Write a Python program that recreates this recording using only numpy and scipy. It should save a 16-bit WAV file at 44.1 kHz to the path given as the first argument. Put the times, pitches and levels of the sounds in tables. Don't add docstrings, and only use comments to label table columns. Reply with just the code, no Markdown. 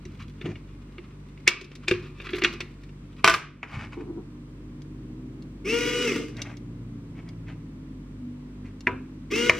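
import sys
import numpy as np
from scipy import signal
from scipy.fft import rfft, irfft, next_fast_len
from scipy.io import wavfile
from scipy.ndimage import uniform_filter1d, minimum_filter1d, map_coordinates

SR = 44100
rng = np.random.default_rng(int(sys.argv[2]) if len(sys.argv) > 2 else 0)


def store_pcm(level_fs):
    pcm = np.round(np.clip(level_fs, -1, 1) * 32767).astype(np.int16)
    wavfile.write(sys.argv[1], SR, np.atleast_2d(pcm).T)


N = 422919

# start in seconds, level in dB before the trim of the group,
# knock in the board in dB and sharp tick in dB, both relative to the click and trimmed later.
CLACK_HITS = [(0.053, -39, 1.5, -8), (0.413, -31, -7, -38), (0.457, -31, 0.5, -30),
              (0.556, -33.5, -20, -39), (0.982, -35, -4, -38), (1.376, -40.5, -17, -30.5),
              (1.477, 2, -21.5, -12), (1.612, -29.5, -1.5, -10), (1.644, -41.5, -24, -4),
              (1.716, -37.5, -1.5, -16), (1.753, -39.5, -11, -3.5), (1.881, -13.5, -14.5, -10.5),
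              (1.911, -12, -3, -20), (1.938, -27, -19, -31), (2.030, -49, 7, -10), (2.201, -28.5, -12, -36),
              (2.222, -36, -7, -24), (2.269, -29.5, -16, -25), (2.291, -27, -10.5, -31),
              (2.333, -23, -0.5, -34), (2.346, -25.5, 0, -30.5), (2.383, -28, -1, -26),
              (2.420, -16.5, -9.5, -37), (2.437, -14.5, -7, -12), (2.446, -6, -34, -28),
              (2.536, -37, 2, -8), (2.605, -22, -11.5, -12), (2.835, -44.5, -20.5, -10.5),
              (2.892, -46, -10, -18)]
# start in seconds, level in dB, relative tick in dB.
PLUG_HITS = [(3.63, -19, -29), (8.871, -7.5, -39), (9.4956, -4.5, -32), (9.4973, -1.5, -20.5)]
# frequency in Hz, relative level in dB.
TICK_COLOUR = [(1500, -36), (3500, 3.5), (5800, 0), (7800, -11.5), (11000, -24.5), (16000, -29.5)]
# centre in Hz, width in Hz, level in dB.
CASING_PEAKS = [(1214.6, 18, 6), (1440, 78, -2), (1920, 16, -1.5), (2140, 65, 8.5), (2430, 49, 0.5),
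                (2850, 41, 3.5), (3390, 61, -1), (4520, 62, -7.5), (5550, 79, -11.5)]
# frequency in Hz, gain of the side signal in dB.
SIDE_GAIN = [(60, -35.5), (150, -27.5), (400, -9.5), (1300, -1), (2500, 1), (5000, 4), (9000, 8)]


def amp(db):
    return 10 ** (np.asarray(db) / 20)


def unit(x):
    return x / np.sqrt(np.mean(x ** 2) + 1e-20)


def along(points, hz):
    f, v = np.transpose(points)
    return np.interp(np.log(hz + 1), np.log(f), v)


def curves(rows):
    s, *cols = np.transpose(rows)
    return [np.interp(np.arange(N) / SR, s, c) for c in cols]


def wobble(rate):
    knots = rng.standard_normal(int(N * rate / SR) + 4)
    return map_coordinates(knots, [np.arange(N) * rate / SR])


def filtered(x, response):
    n = x.shape[-1]
    m = next_fast_len(n + SR // 2)
    return irfft(rfft(x, m) * response(np.fft.rfftfreq(m, 1 / SR)), m)[..., :n]


def coloured(x, spectrum, size=2048):
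    cepstrum = irfft(np.log(amp(along(spectrum, np.fft.rfftfreq(size, 1 / SR)))))
    cepstrum[1:size // 2] *= 2
    cepstrum[size // 2 + 1:] = 0
    return signal.fftconvolve(x, irfft(np.exp(rfft(cepstrum))))[:len(x)]


def resonate(x, peaks):
    def response(f):
        return sum(amp(db) * 1j * f * w / (c * c - f * f + 1j * f * w) for c, w, db in peaks)
    return filtered(x, response)


def add(track, s, sound):
    part = track[max(round(s * SR), 0):][:len(sound)]
    part += sound[:len(part)]


def diffuse(spectrum):
    mid = unit(coloured(rng.standard_normal(N), spectrum))
    side = coloured(unit(coloured(rng.standard_normal(N), spectrum)), SIDE_GAIN)
    return np.array([mid + side, mid - side])


def hum():
    # frequency in Hz, mean level in dB.
    partials = [(48.6, -43.5), (97.5, -51), (145, -46), (197, -54.5), (243, -54), (291, -56.5)]
    t = np.arange(N) / SR
    return sum(amp(db + 1.7 * wobble(8.3)) * np.sin(2 * np.pi * hz * t + 0.28 * wobble(3.0))
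               for hz, db in partials)


def passing():
    nearest_s, nearest_db = 5.5, -40
    approach_s, recede_s = 0.68, 3.1
    since = np.arange(N) / SR - nearest_s
    return nearest_db - 10 * np.log10(1 + (since / np.where(since < 0, approach_s, recede_s)) ** 2)


def engine():
    # time in seconds, mean firings per second.
    firing_rate = [(4.4, 60), (5.2, 63), (5.8, 63), (6.4, 59.5), (7.4, 55), (8.3, 49.5), (9.2, 51.5)]
    # multiple of the firing rate, relative level in dB.
    exhaust_partials = [(2, 0), (3, 2), (4, -4.5), (5, 1.5), (6, -6.5), (7, -11), (8, -13.5)]
    # centre in Hz, width in Hz, level in dB.
    room_modes = [(103, 26, -2.5), (115, 9, 5), (165, 10, 2.5), (207, 34, -5.5), (233, 12, 2.5),
                  (248.1, 11, 2), (287, 15, -1), (339.1, 58, -10)]
    # frequency in Hz, relative level in dB.
    roar_colour = [(50, -33.5), (100, -1), (170, -3), (290, 3), (380, -13), (500, -19.5), (650, -23),
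                   (1000, -36), (2000, -39.5), (5000, -59)]
    firing, = curves(firing_rate)
    turn = 2 * np.pi * np.cumsum(firing * (1 + .007 * wobble(12))) / SR
    exhaust = sum(amp(db + 3 * wobble(5.8)) * np.sin(order * turn + rng.uniform(0, 2 * np.pi))
                  for order, db in exhaust_partials)
    exhaust = unit(resonate(exhaust, room_modes))
    return amp(passing()) * (amp(-1.0) * exhaust + amp(-6.5) * diffuse(roar_colour))


def background():
    # frequency in Hz, relative level in dB.
    air_colour = [(20, -34.5), (35, -24), (55, -9.5), (130, -8.5), (250, -6), (325, -8.5), (750, -31),
                  (1020, -24.5), (1600, -31.5), (2200, -32.5), (7000, -48.5), (8700, -47.5), (10500, -64),
                  (13000, -55.5), (15500, -61)]
    return hum() + amp(-50.0) * diffuse(air_colour) + engine()


def strokes(table, fall_s):
    depth_db = 27.5
    t = np.arange(N) / SR
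    return sum(amp(db - depth_db * np.maximum((s - t) / rise_s, (t - s) / fall_s)) for s, rise_s, db in table)


def scrape(spectrum, grain_db, clump_db):
    slips = rng.standard_normal(N) * amp(grain_db * wobble(500) + clump_db * wobble(45))
    return unit(coloured(slips, spectrum))


def grit(rate=50, scatter_db=4.5, t60=.032):
    # frequency in Hz, relative level in dB.
    catch_colour = [(900, -19.5), (1300, -5.5), (2600, 3.5), (4000, -2.5), (6000, -11.5), (9000, -29),
                    (15000, -38)]
    strength = amp(scatter_db * np.clip(rng.standard_normal(N), -2, 2))
    catches = (rng.uniform(size=N) < rate / SR) * strength
    ticks = signal.lfilter([1], [1, -amp(-60 / (t60 * SR))], catches) * rng.standard_normal(N)
    return unit(unit(resonate(ticks, CASING_PEAKS)) + unit(coloured(ticks, catch_colour)))


def rubbing():
    # time of the peak in seconds, rise in seconds, relative level in dB.
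    twists = [(0.1, 0.1, -58), (0.23, 0.15, -50.5), (0.42, 0.087, -56), (2.08, 0.4, -50.5),
              (2.21, 0.16, -48.5), (2.29, 0.055, -40.5), (2.41, 0.18, -40), (2.54, 0.045, -43),
              (3.2, 0.24, -54)]
    # time of the peak in seconds, rise in seconds, level in dB before the trim.
    wire_strokes = [(0.455, 0.044, -37), (0.495, 0.056, -50), (3.68, 0.095, -39), (3.81, 0.18, -34.5),
                    (3.91, 0.045, -46), (4.0, 0.12, -50), (6.38, 0.048, -47), (6.49, 0.22, -41),
                    (7.18, 0.084, -51), (7.27, 0.05, -52.5), (7.485, 0.037, -44), (8.66, 0.04, -52)]
    # frequency in Hz, relative level in dB.
    finger_colour = [(250, -24), (380, 1), (620, -23.5), (850, -15), (1210, 2.5), (1600, -7.5),
                     (2500, -2.5), (4000, -13.5), (6000, -23.5), (14000, -51)]
    wire_colour = [(300, -14.5), (600, -1), (900, 0.5), (1500, -1), (2200, 3.5), (2900, -6), (3800, -15),
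                   (6000, -20), (14000, -49.5)]
    grip_end_s, grip_db = 2.9, -66
    grip = amp(grip_db) * (np.arange(N) / SR < grip_end_s)
    pressure = grip + strokes(twists, fall_s=0.13)
    friction = amp(-3.5) * scrape(finger_colour, grain_db=0.5, clump_db=6)
    fingers = pressure * (friction + amp(-7.5) * grit())
    wires = amp(-3.5) * strokes(wire_strokes, fall_s=0.11) * scrape(wire_colour, grain_db=2.5, clump_db=4.0)
    return fingers + wires


def drag(slip_rate=130):
    # time of the peak in seconds, rise in seconds, level in dB.
    tugs = [(0.465, 0.017, -33), (0.5, 0.046, -39), (3.975, 0.017, -32.5), (4.02, 0.07, -35.5),
            (4.1, 0.089, -35), (4.18, 0.067, -33.5)]
    slips = np.diff(np.floor(np.cumsum(slip_rate * amp(3.3 * wobble(90))) / SR), prepend=0)
    hollow = resonate(slips, [(310, 59, 0.0), (438, 28, -13.0)])
    hollow = resonate(hollow, [(313.0, 230, 0)])
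    sound = unit(coloured(hollow, [(420, -3.0), (540, -13), (1000, 5), (3000, -24)]))
    return strokes(tugs, fall_s=0.069) * sound


def full(x, size=88):
    return x / np.sqrt(uniform_filter1d(x ** 2, size).max())


def ring(modes, scatter_db=2, detune=0.007):
    t = np.arange(SR // 3) / SR
    chance = rng.standard_normal((len(modes), 3))
    sound = np.zeros(len(t))
    for (hz, db, t60), (strength, pitch, sign) in zip(modes, chance):
        decay = amp(db + scatter_db * strength - 60 * t / t60)
        sound += np.sign(sign) * decay * np.sin(2 * np.pi * hz * (1 + detune * pitch) * t)
    return full(sound)


def burst(spectrum, t60, chatter_db, chatter_t60):
    t = np.arange(SR // 3) / SR
    decay = amp(-60 * t / t60) + amp(chatter_db - 60 * t / chatter_t60)
    return full(coloured(rng.standard_normal(len(t)) * decay, spectrum))


def contacts(table, modes, soft_hz, crack_db, crack_t60, chatter_db, board_db, edge_db, lead_db, lead_t60=0.01):
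    # frequency in Hz, relative level in dB.
    crack_colour = [(200, -25), (800, -20.5), (1300, -1.5), (2300, 6), (3500, -3.5), (5000, -19.5),
                    (9000, -47.5)]
    # frequency in Hz, relative level in dB, t60 in seconds.
    board_modes = [(215, -13, 0.098), (305, -9, 0.034), (351, 2.5, 0.17), (397, -0.5, 0.12),
                   (492, -8.5, 0.094), (674, -23, 0.081)]
    bodies, ticks = np.zeros(N), np.zeros(N)
    for s, db, knock_db, tick_db in table:
        crack = burst(crack_colour, crack_t60, chatter_db, chatter_t60=0.06)
        body = full(ring(modes) + amp(crack_db) * crack)
        add(bodies, s, amp(db) * (body + amp(knock_db + board_db) * ring(board_modes)))
        tick = burst(TICK_COLOUR, crack_t60, chatter_db, chatter_t60=0.077)
        add(ticks, s, amp(db + tick_db + edge_db) * tick)
        lead = burst(crack_colour, lead_t60, chatter_db, chatter_t60=lead_t60)[:SR // 50][::-1]
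        add(bodies, s - len(lead) / SR, amp(db + lead_db) * lead)
    return signal.sosfilt(signal.butter(4, soft_hz, fs=SR, output="sos"), bodies) + ticks


def bounces():
    # start in seconds, level in dB before the trim, number of contacts.
    drops = [(3.244, 3.5, 1), (3.262, -4.5, 1), (3.276, 7.5, 4), (3.339, -1, 1)]
    flight_s, rebound, loss_db = 0.02, 0.93, 6
    far_delay_s, far_db = .007, -2.5
    rows = []
    for start, first_db, count in drops:
        for k in range(round(count)):
            s = start + flight_s * sum(rebound ** j for j in range(k))
            db = first_db - loss_db * k
            rows += [(s, db, -20.5, -14), (s + far_delay_s, db + far_db, -13.5, -20)]
    return rows


def handling():
    # frequency in Hz, relative level in dB, t60 in seconds.
    winch_modes = [(1220, -7.5, 0.04), (1550, -12, 0.0095), (1970, -4, .022), (2222, 0, 0.062),
                   (2776, 2.5, 0.034), (3580, -3.5, 0.029), (4502, -16, 0.012), (5900, -11.5, 0.013)]
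    hook_modes = [(662, -8.5, 0.067), (860, -29.5, 0.023), (1040, -6.5, 0.036), (1200, 6, 0.056),
                  (1478, 4, 0.052), (1646, 1, 0.051), (2028, -9, 0.028), (2310, -17, .025),
                  (2720, -10.5, .02), (3150, -7, 0.017)]
    plug_modes = [(284, -9.5, 0.043), (660, -7, 0.041), (880, -6.5, 0.015), (967, -9.5, 0.12),
                  (1127, -17, 0.11), (1336, -5.5, 0.025), (1836, -7, 0.032), (2090, -1, 0.034),
                  (2314, 13, 0.0078)]
    bench_modes = [(84.8, -5.5, 0.602), (105.2, 2, 0.35), (154, 1.5, 0.14), (216.7, -5, 0.18)]
    # start in seconds, level in dB before the shell and tick mix.
    pin_hits = [(4.819, -50.5), (5.423, -52.5), (6.368, -43.5), (6.418, -29.5), (6.570, -47.5),
                (7.289, -49.5), (8.807, -45)]
    # start in seconds, level in dB.
    thumps = [(0.059, -33), (0.204, -33), (0.443, -29.5), (0.487, -29), (1.912, -22.5), (3.244, -21.5),
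              (3.74, -29.5), (3.769, -22), (8.87, -27), (9.495, -19.5)]
    winch = amp(-6.5) * contacts(CLACK_HITS, winch_modes, soft_hz=6500, crack_db=2.5, crack_t60=0.027,
                                 chatter_db=-6.0, board_db=4.5, edge_db=4.0, lead_db=-15.5, lead_t60=0.021)
    hook = amp(-6.0) * contacts(bounces(), hook_modes, soft_hz=5610, crack_db=-6.0, crack_t60=0.024,
                                chatter_db=-11.5, board_db=1.5, edge_db=2.5, lead_db=-22.5)
    knocks = [(s, db, -23.5, tick_db) for s, db, tick_db in PLUG_HITS]
    plugs = contacts(knocks, plug_modes, soft_hz=2680, crack_db=-5.5, crack_t60=0.0064,
                     chatter_db=-9.5, board_db=1.5, edge_db=4.5, lead_db=-22)
    pins, bench = np.zeros(N), np.zeros(N)
    for s, db in pin_hits:
        shell = amp(-7) * ring(winch_modes)
        add(pins, s, amp(db) * (shell + burst(TICK_COLOUR, t60=0.0039, chatter_db=12, chatter_t60=0.027)))
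    for s, db in thumps:
        add(bench, s, amp(db) * ring(bench_modes))
    return winch + hook + plugs + pins + bench


def spill(table, spectrum, size=1024):
    pulse, track = coloured(signal.unit_impulse(size), spectrum), np.zeros(N)
    for s, db, *_ in table:
        add(track, s, amp(db) * pulse / np.linalg.norm(pulse))
    return track


def handling_spill():
    # frequency in Hz, relative level in dB.
    winch_colour = [(120, -12), (330, -5.5), (750, -14.5), (1200, -2), (1450, -6.5), (2000, -2),
                    (2450, 1.5), (3200, -10.5), (4200, -11.5), (6200, -21), (7500, -31), (14000, -47.5)]
    hook_colour = [(200, -10.5), (750, -11.5), (1100, 1), (1700, -5.5), (2400, -1.5), (3300, -12.5),
                   (5500, -19), (12000, -30)]
    plug_colour = [(120, -2), (400, 5.5), (750, -4.5), (950, 1), (1600, 2.5), (2450, -4), (2900, -15),
                   (3600, -30), (8000, -50)]
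    winch = amp(4.5) * spill(CLACK_HITS, winch_colour)
    hook = amp(5.5) * spill(bounces(), hook_colour)
    return winch + hook + amp(7.0) * spill(PLUG_HITS, plug_colour)


def drive():
    # on in seconds, off in seconds,
    # time for the gears to take up load in seconds, spin-up time in seconds.
    runs = [(5.643, 6.053, 0.022, .048), (9.302, 9.7, 0.012, 0.044)]
    full_hz, start_share, coast_hz_per_s = 243.3, .7, 840
    run_db, speed_power = -31.5, 1.77
    strain_db, strain_s = 6, 0.28
    overrun_db, overrun_s = 6, 0.045
    t = np.arange(N) / SR
    speed, gain = np.zeros(N), np.zeros(N)
    for on, off, attack_s, spin_up_s in runs:
        powered, coasting = np.maximum(t - on, 0), np.maximum(t - off, 0)
        hz = full_hz * (1 - (1 - start_share) * np.exp(-powered / spin_up_s)) - coast_hz_per_s * coasting
        hz = np.maximum(hz, 0) * (t > on)
        load_db = strain_db * np.exp(-powered / strain_s) + overrun_db * (1 - np.exp(-coasting / overrun_s))
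        speed += hz
        gain += amp(run_db + load_db) * (hz / full_hz) ** speed_power * (1 - np.exp(-powered / attack_s))
    return speed, gain


def motor(grain_db=3.0, step_db=2.0, rattle_db=3.0, dulling_db=3.0, shake_db=1.3):
    # multiple of the shaft speed, relative level in dB.
    whine_orders = [(1, 3), (2, 4), (3, -12), (4, -7), (5, -19), (6, -2.5), (8, -7.5), (9, -12), (10, -6.5),
                    (12, -2), (13.4, -10), (16, -13), (18, -14), (24.5, -13.5), (28.4, -12.5)]
    # frequency in Hz, relative level in dB.
    gear_colour = [(400, -27), (700, -36), (950, -22), (1250, -9), (1700, -7), (2100, -3), (2450, -3.5),
                   (2800, 1), (3150, -7.5), (3600, -16), (5000, -10), (5850, -9), (6400, -15.5),
                   (9000, -21.5), (11000, -62), (15000, -32)]
    # centre in Hz, width in Hz, level in dB.
    housing_peaks = [(431, 117, -1), (953, 69, -11.5), (1210, 65, -8), (1441, 25, -2.5), (2148, 240, -3),
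                     (2670, 380, 1), (3868, 41, 0), (5500, 620, -2.5)]
    mount_peaks = [(245, 14, -2), (299, 13, 3.5), (360, 100, -4), (428, 39, 5.5)]
    gear_ratio, eccentric_rad = 5.3, 0.05
    flutter, backlash_rad, slack_play = .003, .011, .5
    waver_db, slack_waver_db = 1.8, 1.5
    speed, loudness = drive()
    slack = np.clip(3 * (1 - speed / speed.max()), 0, 1)
    turn = 2 * np.pi * np.cumsum(speed * (1 + flutter * wobble(45))) / SR
    rocking = eccentric_rad * np.sin(turn / gear_ratio)
    turn = turn + rocking + backlash_rad * (1 + slack_play * slack) * wobble(260)
    orders = np.zeros(N)
    for order, db in whine_orders:
        level = amp(db + (waver_db + slack_waver_db * slack) * wobble(75))
        orders += level * np.sin(order * turn + rng.uniform(0, 2 * np.pi))
    whine = resonate(orders, housing_peaks)
    steps = np.cos(2 * turn) + np.cos(6 * turn)
    rattle = rattle_db * slack * wobble(130)
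    teeth = rng.standard_normal(N) * amp(step_db * steps + grain_db * wobble(260) + rattle)
    casing = unit(resonate(teeth * rng.choice([-1, 1], N), CASING_PEAKS))
    rasp = amp(-6.0) * unit(coloured(teeth, gear_colour)) + amp(-7.5) * casing
    board_colour = [(100, -15.5), (250, -0.5), (480, -5.0), (590, -22.0), (1500, -22.0)]
    board = unit(coloured(resonate(teeth, mount_peaks), board_colour))
    rough = amp(-dulling_db * slack) * rasp + amp(-3.0 + shake_db * slack) * board
    return loudness * whine, loudness * rough


def reflections(x, away, early_db, tail_db, early_t60=0.044, size=16384):
    # frequency in Hz, t60 in seconds.
    wall_decay = [(150, 1), (500, 0.29), (2000, 0.37), (5000, 0.33), (12000, 0.17)]
    mid, side = np.zeros(N), np.zeros(N)
    near, far = amp(early_db) * x, amp(tail_db) * x + away
    for start in range(0, N, size):
        hz, t, z = signal.stft(rng.standard_normal((2, SR // 2)), SR, nperseg=256)
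        tail = signal.istft(z * amp(-60 * t / along(wall_decay, hz)[:, None]), SR, nperseg=256)[1]
        early = rng.standard_normal((2, SR // 8)) * amp(-60 * np.arange(SR // 8) / SR / early_t60)
        for source, echo in (near, early), (far, tail):
            pair = signal.fftconvolve(source[None, start:start + size], echo / np.linalg.norm(echo[0]), axes=1)
            add(mid, start / SR, pair[0])
            add(side, start / SR, pair[1])
    return mid, side


def room(x, away, early_db, tail_db, lag=.00002):
    # frequency in Hz, side gain in dB.
    left_lean = [(150, -38.5), (350, -23), (520, -7), (750, -6), (1200, -40.5), (3000, -19.5)]
    mid, side = reflections(x, away, early_db, tail_db)
    side = coloured(coloured(side, SIDE_GAIN), [(400, 3.0), (2500, -12.5), (5000, -5.0), (9000, -0.5)])
    side += filtered(x, lambda hz: amp(along(left_lean, hz)) + 1j * np.sin(np.pi * hz * lag))
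    return x + np.array([mid + side, mid - side])


def scene():
    backdrop = background()
    hands = room(handling() + rubbing() + drag(), handling_spill(), early_db=-5.5, tail_db=-17.0)
    whine, rasp = motor()
    return backdrop + hands + room(whine + rasp, amp(-6.0) * rasp, early_db=-13, tail_db=-13)


def record(dry, threshold_db=-13, hold=0.11, release_db=22, attack=0.0052):
    low_hz, top_hz, edge_hz = 32, 16000, 400
    t = np.arange(N) / SR
    power = signal.lfilter([1 / (attack * SR)], [1, 1 / (attack * SR) - 1], np.mean(dry ** 2, axis=0))
    excess_db = np.maximum(10 * np.log10(power + 1e-12) - threshold_db, 0)
    span = int(hold * SR) // 2 * 2 + 1
    held_db = -minimum_filter1d(-excess_db, span, origin=span // 2, mode="constant")
    duck_db = np.maximum.accumulate(held_db + release_db * t) - release_db * t
    clipped = np.clip(dry * amp(-duck_db), -1, 1)

    def band(hz):
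        return np.clip((top_hz - hz) / edge_hz, 0, 1) * hz ** 4 / (hz ** 4 + low_hz ** 4)
    return filtered(clipped, band)


dry = scene()
out = record(dry)
store_pcm(out)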